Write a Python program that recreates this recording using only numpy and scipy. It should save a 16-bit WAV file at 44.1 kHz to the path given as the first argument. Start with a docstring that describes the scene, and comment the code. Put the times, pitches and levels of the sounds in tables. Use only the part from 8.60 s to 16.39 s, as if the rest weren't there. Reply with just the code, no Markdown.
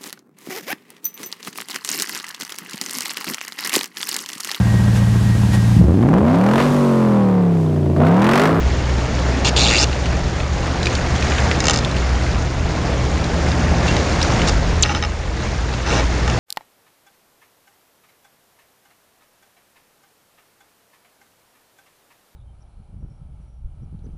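"""A creek, beside a small boat: an aerator boils up in a surging wash of ringing bubbles, with fizz
and near drops. A pole held out over the water rubs on the boat in stick and slip; each release
rings the hard pole and the hollow hull, so the strokes squeak, creak and chirp.
Machinery drones in the distance over a deep rumble, and a far engine picks up speed towards the end."""
import sys
import numpy as np
from scipy import signal
from scipy.fft import rfft, irfft
from scipy.io import wavfile

SR = 44100
rng = np.random.default_rng(int(sys.argv[2]) if len(sys.argv) > 2 else 0)


def master(y):
    """Save y as 16-bit WAV."""
    cut = np.clip(np.atleast_2d(y).T, -1, 1)
    pcm = np.round(cut * 32767)  # scale
    wavfile.write(sys.argv[1], SR, pcm.astype(np.int16))


N = 343539
TIME = np.arange(N) / SR

# Table levels are relative: each layer adds its own trim.
# the upwelling swells and sinks about every two seconds: (time [s], churn [dB], spray [dB])
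BOIL_LEVELS = [(0.0, -28.5, -34), (0.5, -25, -30), (1.05, -23.5, -31), (1.36, -26.5, -31),
               (1.9, -28.5, -33), (2.2, -25, -31), (2.75, -25, -26.5), (3.1, -20.5, -28),
               (3.35, -27, -30.5), (3.9, -27, -32.5), (4.8, -24.5, -30.5), (5.35, -21, -27),
               (5.85, -21.5, -25.5), (6.0, -26, -30.5), (6.25, -27, -31), (6.55, -31, -35.5),
               (7.52, -28, -30), (7.79, -22.5, -28.5)]
# close wavelets lift the boil: (time [s], half length [s], churn lift [dB], spray lift [dB])
WAVELETS = [(2.308, 0.083, 0.5, 2), (5.28, 0.035, 0.5, 3), (6.84, 0.043, 2, 3), (7.358, 0.072, 7.5, 5)]
# tone colour of the wash: (frequency [Hz], spectral density [dB])
WASH_SPECTRUM = [(100, -5), (160, -7.5), (250, -9), (400, -12), (700, -13.5), (1100, -19), (1900, -20.5),
                 (3000, -27.5), (5000, -29), (7000, -30.5), (8500, -45), (10000, -57.5)]
# a far motor, slowly sagging: (time [s], pitch [Hz], level [dB])
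SAGGING_MOTOR = [(0.0, 63.2, -15.5), (0.5, 64.2, -20), (1.5, 64, -22), (1.85, 63.3, -27.5),
                 (2.8, 63.8, -27.5), (3.6, 62.2, -20), (4.0, 61.2, -26), (5.8, 61, -25.5), (6.6, 61.3, -36)]
# a second motor, hunting in speed: (time [s], pitch [Hz], level [dB])
HUNTING_MOTOR = [(0.0, 79, -27), (0.8, 80, -34), (1.6, 75, -29), (2.85, 74.5, -19), (3.25, 81.5, -30),
                 (4.15, 76, -24.5), (5.15, 74.7, -20.5), (6.0, 79, -23), (6.9, 76, -27.5), (7.79, 76, -32)]
# machine hums that swell as the boat drifts by:
# (pitch [Hz], level [dB], swell [dB], swell centre [s], swell half length [s])
MACHINE_HUMS = [(122.3, -29, 1.5, 4.9, 1.3), (166.5, -35, 8.5, 5.1, 1.2)]
# the hums duck near the end and come back: (time [s], gain [dB])
HUM_DIP = [(6.1, 0.5), (6.5, -6), (7.79, 0.5)]
# a far engine speeding up: (time [s], firing rate [Hz], level [dB])
ENGINE_REV = [(4.9, 35, -47), (5.5, 38, -38), (6.0, 45.48, -25), (6.2, 49.8, -34), (6.9, 56.94, -31.5),
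              (7.08, 58.8, -19), (7.24, 58.86, -25), (7.55, 59.2, -15), (7.79, 62.6, -23.5)]
# tone colour of the rumble: (frequency [Hz], spectral density [dB])
RUMBLE_SPECTRUM = [(15, -15), (28, -4.5), (48, 4.5), (85, -4.5), (130, -21), (220, -35)]
# deep heaves of the water: (time [s], half length [s], level [dB])
WATER_HEAVES = [(2.472, 0.069, -23), (5.974, 0.15, -21.5)]
# strokes of the pole along the boat:
# (start [s], length [s], slip rate before drag [1/s], pole level [dB], boat level [dB])
POLE_STROKES = [(0.846, 0.05, 142, -19.5, -25), (0.9626, .281, 140, -18, -27),
                (5.873, 0.023, 93, -22.5, -26), (6.238, 0.088, 160, -46, -31.5),
                (6.354, 0.026, 125, -45, -30), (7.262, .05, 105, -50, -27), (7.31, 0.097, 118, -35, -25.5)]
# the squeal follows the changing grip: (time [s], pitch [Hz])
SQUEAL_PITCH = [(.89, 3200), (.963, 3300), (1.04, 4300), (1.068, 3200), (1.095, 4200), (1.11, 2400),
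                (1.14, 2250), (1.174, 2800), (1.186, 4800), (1.235, 5600)]
# modes of the hard, bright pole: (frequency [Hz], bandwidth [Hz], gain [dB])
POLE_MODES = [(330, 230, 1.5), (696, 470, -4), (2130, 390, -8.5), (2800, 170, 3), (3410, 92, 0),
              (3620, 130, 5.5), (3760, 150, -2), (4180, 78, 9), (4570, 79, -15), (4600, 107, 7.5),
              (5220, 73, 5), (5380, 65, 1.5), (6500, 620, 9), (6587, 385, 11.5), (7270, 340, -1.5),
              (8900, 460, -10)]
# modes of the boat's hollow side: (frequency [Hz], bandwidth [Hz], gain [dB])
BOAT_MODES = [(352, 62, -1.5), (480, 53, -15), (826, 29, 11.5), (1245, 38, 8), (1400, 93, 3),
              (1886, 70, 4.5), (2250, 70, 2.5), (2767, 110, 3.5), (3090, 97, -1), (3510, 53, -2),
              (3840, 81, -0.5), (5243, 86, 4.5), (5970, 120, 1), (6160, 210, -5)]
# foreground drops and bursting bubbles: (time [s], level [dB], pitch [Hz], ring [cycles])
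NEAR_DROPS = [(1.329, -17.5, 2820, 75), (1.4575, -18, 2840, 75), (1.802, -17.5, 2530, 75),
              (2.23, -13.5, 4100, 60), (2.257, -11, 3910, 60), (2.269, -8, 2450, 75),
              (2.352, -13.5, 4490, 75), (2.6247, -12, 2490, 75), (2.7204, -12.5, 2460, 75),
              (2.783, -10, 2470, 75), (2.9136, -5.5, 2050, 49), (3.2477, -12, 3600, 90),
              (3.3123, -19, 4000, 150), (3.3667, -16, 2820, 75), (4.6422, -17.5, 4000, 86),
              (4.917, -19.5, 3640, 75), (5.2817, -15, 2730, 520), (5.366, -15, 3840, 110),
              (5.615, -11.5, 3950, 94), (5.628, -10, 5400, 83), (5.8173, -14, 3000, 75),
              (7.138, -16.5, 2680, 68)]
# creaks, each a run of evenly spaced slips: (start [s], slips [count], gap [s],
# first level [dB], last level [dB], low knock offset [dB], top crack offset [dB])
CREAK_RUNS = [(3.0028, 1, .0135, -4, 10, -13.5, -14), (3.0402, 5, 0.014, -10, -1.5, -15, -9.5),
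              (3.1079, 2, .0055, -6, -15, -23, -9), (3.1335, 3, .006, -10, -15, -14, -8),
              (3.1592, 3, .014, -7, -10, -18, -10.5), (6.2394, 3, 0.0095, -12, -12.5, -11, -31),
              (6.2934, 4, .0087, -17, -22, -0.5, -31), (6.348, 3, 0.0098, -5.5, -24, -17, -24),
              (6.4243, 3, .012, -6, -11.5, -15.5, -30), (7.677, 2, .0212, -12, -14, -6, -17)]
# long slips that glide: (start [s], length [s], start pitch [Hz], end pitch [Hz], level [dB])
GLIDING_SLIPS = [(5.880, .016, 3600, 6200, -23), (6.2235, .0075, 7700, 5600, -9.5),
                 (6.2305, .006, 5200, 2600, -9.5)]


def from_db(db):
    """Decibels to gain."""
    return 10 ** (np.asarray(db) / 20)


def unit_rms(x):
    """Scale to unit power."""
    return x / np.sqrt(np.mean(x ** 2) + 1e-20)


def automation(rows):
    """One curve per value column, ramping straight between time points."""
    times, *columns = np.transpose(rows)
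    return [np.interp(TIME, times, column) for column in columns]


def gain_at(spectrum, hz):
    """Gain of a spectrum, read on a log-frequency axis."""
    points_hz, points_db = np.transpose(spectrum)
    return from_db(np.interp(np.log(hz), np.log(points_hz), points_db))


def swell(s, half_s):
    """A smooth rise and fall of height 1 around time s."""
    return np.exp(-((TIME - s) / half_s) ** 2)


def drift(rate_hz):
    """Slow random modulation of spread 1."""
    hop, settle = 40, 2000
    r = np.exp(-2 * np.pi * rate_hz * hop / SR)
    slow = signal.lfilter([1], [1, -2 * r, r * r], rng.standard_normal(N // hop + settle + 2))[settle:]
    return np.interp(np.arange(N) / hop, np.arange(len(slow)), unit_rms(slow))


def butter(x, hz, kind, order=2):
    """Butterworth filter."""
    return signal.sosfilt(signal.butter(order, hz, kind, fs=SR, output="sos"), x + 1e-18)


def resonance(x, hz, width_hz):
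    """Two-pole resonance with gain 1 at its peak."""
    r = np.exp(-np.pi * width_hz / SR)
    feedback = [1, -2 * r * np.cos(2 * np.pi * hz / SR), r * r]
    return signal.lfilter(np.array([1, 0, -1]) * (1 - r * r) / 2, feedback, x + 1e-18)


def add(out, s, sound):
    """Mix a short sound in at time s."""
    at = int(np.clip(s * SR, 0, N - 1))
    out[at:at + len(sound)] += sound[:N - at]


def bubble(hz, cycles, rise):
    """A bubble rings down by 60 dB, its pitch rising as it nears the surface."""
    age = np.arange(int(cycles / hz * SR) + 2) / SR * hz / cycles
    return np.sin(2 * np.pi * cycles * (age + rise * age ** 2 / 2)) * from_db(-60 * age)


def bubble_cloud(hz, per_s, size_db=4.0):
    """Bubbles on four neighbouring semitones are born at random, mostly small and a few large."""
    born = np.flatnonzero(rng.random(N) < per_s / SR)
    sizes = from_db(size_db * np.minimum(rng.exponential(1, len(born)), 4))
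    sizes *= rng.choice([-1, 1], len(born))
    notes = rng.integers(0, 4, len(born))
    out = np.zeros(N)
    for k, pitch in enumerate(hz * 2 ** (np.arange(-2, 2) / 12)):
        triggers = np.bincount(born[notes == k], sizes[notes == k], N)
        out += signal.oaconvolve(triggers, bubble(pitch, cycles=20, rise=0.11))[:N]
    return unit_rms(out)


def boil(churn_db, spray_db, bubbles_db=-3.0, fizz_follow=0.98):
    """The water bed: third-octave bands of near bubbles over a smooth far wash."""
    centres = 100 * 2 ** (np.arange(21) / 3)
    shares = gain_at(WASH_SPECTRUM, centres) * np.sqrt(centres)
    shares /= np.linalg.norm(shares[(centres > 220) & (centres < 1100)])
    calm_db, spray_surge_db = np.median(churn_db), spray_db - np.median(spray_db)
    white, lapping_db = rng.standard_normal((2, N)), .5 * drift(2.4)
    out = np.zeros(N)
    for k, (hz, share) in enumerate(zip(centres, shares)):
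        # low bands ride the churn; the small bubbles higher up ride the spray
        small, tiny = np.clip(np.log2([hz / 750, hz / 2000]), 0, 1)
        spray_follow = small * (1 - tiny * (1 - fizz_follow))
        surge_db = (1 - small) * (churn_db - calm_db) + spray_follow * spray_surge_db
        wash = unit_rms(butter(white[k % 2], [hz / 2 ** (1 / 6), hz * 2 ** (1 / 6)], "band"))
        near = bubble_cloud(hz, per_s=260 * (hz / 1000) ** .3)
        mix = (wash + from_db(bubbles_db) * near) / np.hypot(1, from_db(bubbles_db))
        out += share * mix * from_db(calm_db + surge_db + lapping_db + drift(17))
    return out


def plops(churn_db, trim_db=-3.5, per_s=28, size_db=2.5):
    """Larger bubbles surface close by, each on its own note: the bigger, the deeper."""
    out = np.zeros(N)
    for when, strength, radius in rng.random((int(per_s * N / SR), 3)):
        db = size_db * min(-np.log(1 - strength), 3) - 4 * (1 - radius)
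        add(out, when * N / SR, from_db(db) * bubble(2800 / 7 ** radius, cycles=38, rise=0.092))
    return out * from_db(churn_db + trim_db)


def snap(decay_s, grit):
    """A sharp transient with a short gritty tail."""
    age = TIME[:SR // 60]
    return 4 * (age == 0) + grit * rng.choice([-1, 1], len(age)) * np.exp(-age / decay_s)


def spatter(spray_db, trim_db=-6.5, per_s=55, size_db=5.0):
    """Foam bursts and tiny droplets land at random, louder when the boil throws more spray."""
    out = np.zeros(N)
    for when, strength, colour in rng.random((int(per_s * N / SR), 3)):
        hz = 700 * 9 ** colour
        db = size_db * min(-np.log(1 - strength), 3.5)
        tick = resonance(snap(decay_s=0.0017, grit=.6), hz, width_hz=hz * .7)
        add(out, when * N / SR, from_db(db) * tick)
    return out * from_db(spray_db + trim_db)


def drone(hz, db, waver):
    """A far tone that wavers in strength and phase on its way over the water."""
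    phase = 2 * np.pi * np.cumsum(hz * np.ones(N)) / SR
    tone = (1 + waver * drift(5.6)) * np.sin(phase) + waver * drift(8.3) * np.cos(phase)
    return from_db(db) * unit_rms(tone)


def machinery():
    """Two distant motors wander in speed under hums of steady pitch."""
    hz, db = automation(SAGGING_MOTOR)
    out = drone(hz, db, waver=0.23)
    hz, db = automation(HUNTING_MOTOR)
    out += drone(hz, db + 0.5, waver=0.42)
    dip_db, = automation(HUM_DIP)
    for hz, db, swell_db, s, half_s in MACHINE_HUMS:
        out += drone(hz, db + dip_db + swell_db * swell(s, half_s), waver=0.34)
    return out


def rumble(bed_db=-29.5, unrest_db=2.0):
    """The low end: restless noise of the town and the rising air, with heaves of the water."""
    hz = np.fft.rfftfreq(N, 1 / SR) + 1
    noise = irfft(rfft(rng.standard_normal(N)) * gain_at(RUMBLE_SPECTRUM, hz), N)
    bed = from_db(bed_db + unrest_db * drift(3.4))
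    heaves = sum(from_db(db) * swell(s, half_s) for s, half_s, db in WATER_HEAVES)
    return (bed + heaves) * unit_rms(butter(noise, 200, "low"))


def body(force, modes):
    """The modes of a body ring in parallel, alternating in polarity."""
    return sum((-1) ** k * from_db(db) * resonance(force, hz, width_hz)
               for k, (hz, width_hz, db) in enumerate(modes))


def rubbing(pole_db=7.5, boat_db=10.0, thud_db=-2, slip_s=0.0039, edge_s=0.0033, jitter=0.064, grit=0.19):
    """Quick stick and slip: each release jolts pole and boat and sets off a squeal."""
    on_pole, on_boat, squeal = np.zeros((3, N))
    for s, length_s, free_per_s, push_db, lean_db in POLE_STROKES:
        touching = np.clip(np.minimum(TIME - s, s + length_s - TIME) / edge_s + .5, 0, 1)
        # a stroke drags in its middle: the longer it lasts, the slower and softer it gets
        drag_s = length_s * np.sin(np.pi * np.clip((TIME - s) / length_s, 0, 1))
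        per_s = free_per_s * (1 - .75 * drag_s)
        slips = np.cumsum((TIME > s) * per_s * (1 + jitter * drift(60))) / SR
        sliding = np.exp(-(slips % 1) / per_s / slip_s) * np.sqrt(2 / (per_s * slip_s))
        jolts = np.diff(np.floor(slips), prepend=0) * np.sqrt(SR / per_s)
        friction = touching * (grit * jolts + sliding * rng.standard_normal(N))
        on_pole += friction * from_db(push_db - 10 * drag_s)
        on_boat += friction * from_db(lean_db - 4 * drag_s)
        squeal += touching * from_db(push_db) * np.sqrt(sliding)
    squeal_hz, = automation(SQUEAL_PITCH)
    rasp = unit_rms(butter(rng.standard_normal(N), 330, "low"))
    squeal *= rasp * np.sin(2 * np.pi * np.cumsum(squeal_hz) / SR)
    boat = body(on_boat, BOAT_MODES) + from_db(thud_db) * resonance(on_boat, hz=450, width_hz=600)
    return from_db(pole_db) * body(on_pole, POLE_MODES) + from_db(boat_db) * boat + squeal


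def drops(ring_db=-5.5, pocket_db=0.5):
    """Each drop is a brief splash, coloured by its air pocket, and the ring of the bubble it traps."""
    out = np.zeros(N)
    for s, db, hz, cycles in NEAR_DROPS:
        burst = snap(decay_s=0.0038, grit=0.75)
        splash = butter(burst, [hz / 1.95, hz * 1.53], "band")
        pocket = from_db(pocket_db) * resonance(burst, hz, width_hz=900)
        add(out, s, from_db(db) * (splash + pocket))
        add(out, s, from_db(db + ring_db) * bubble(hz, cycles, rise=.06))
    return out


def creaks(boat_db=5.5, knock_db=11.5, pole_db=17.0, slip_s=0.0019, grit=0.57, crossover_hz=2000):
    """Slow stick and slip: gritty releases knock the boat, and the sharpest crack in the pole too."""
    force, knock, on_pole = np.zeros((3, N))
    for start, count, gap_s, first_db, last_db, low_db, top_db in CREAK_RUNS:
        for k, db in enumerate(np.linspace(first_db, last_db, round(count))):
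            s = start + k * gap_s
            release = from_db(db) * snap(slip_s, grit)
            add(force, s, release)
            add(knock, s, release * from_db(low_db + knock_db))
            add(on_pole, s, from_db(db + top_db + pole_db) * snap(slip_s, grit))
    on_boat = butter(knock, crossover_hz, "low") - butter(force, crossover_hz, "high")
    crack = body(butter(on_pole, 5600, "high"), POLE_MODES)
    return from_db(boat_db) * body(on_boat, BOAT_MODES) + crack


def far_engine(octave_db=-8, octave_cap_db=-39, waver=0.22):
    """An engine gathers speed: its firing tone climbs, with a faint octave on top."""
    hz, db = automation(ENGINE_REV)
    return drone(hz, db, waver) + drone(2 * hz, np.minimum(db + octave_db, octave_cap_db), waver)


def chirps(grit=0.55, overtone=0.24):
    """In a long slip the squeal glides as the grip changes, and pole and boat ring on."""
    out = np.zeros(N)
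    for s, length_s, start_hz, end_hz, db in GLIDING_SLIPS:
        hz = np.linspace(start_hz, end_hz, int(length_s * SR))
        phase = 2 * np.pi * np.cumsum(hz) / SR
        tone = np.sin(phase) + overtone * np.sin(2 * phase)
        scrape = grit * butter(rng.standard_normal(len(hz)), [2500, 7000], "band")
        add(out, s, from_db(db) * signal.windows.tukey(len(hz), .25) * (tone + scrape))
    return out + body(out, POLE_MODES) + body(out, BOAT_MODES)


def scene():
    """The mono mix: water and pole up front, machines and rumble behind."""
    churn_db, spray_db = automation(BOIL_LEVELS)
    for s, half_s, churn_lift_db, spray_lift_db in WAVELETS:
        churn_db += churn_lift_db * swell(s, half_s)
        spray_db += spray_lift_db * swell(s, half_s)
    creek = boil(churn_db, spray_db) + plops(churn_db) + spatter(spray_db) + drops()
    pole = rubbing() + creaks() + chirps()
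    return (creek + pole + machinery() + far_engine() + rumble())[None]


def record(dry):
    """A small microphone with a notch in the treble, limited headroom and a steep top."""
    notched = dry - .87 * resonance(dry, hz=7980, width_hz=750)
    limited = np.clip(butter(notched, 8900, "low", order=9), -.75, .75)
    return butter(limited, 9850, "low", order=30)


dry = scene()
out = record(dry)
master(out)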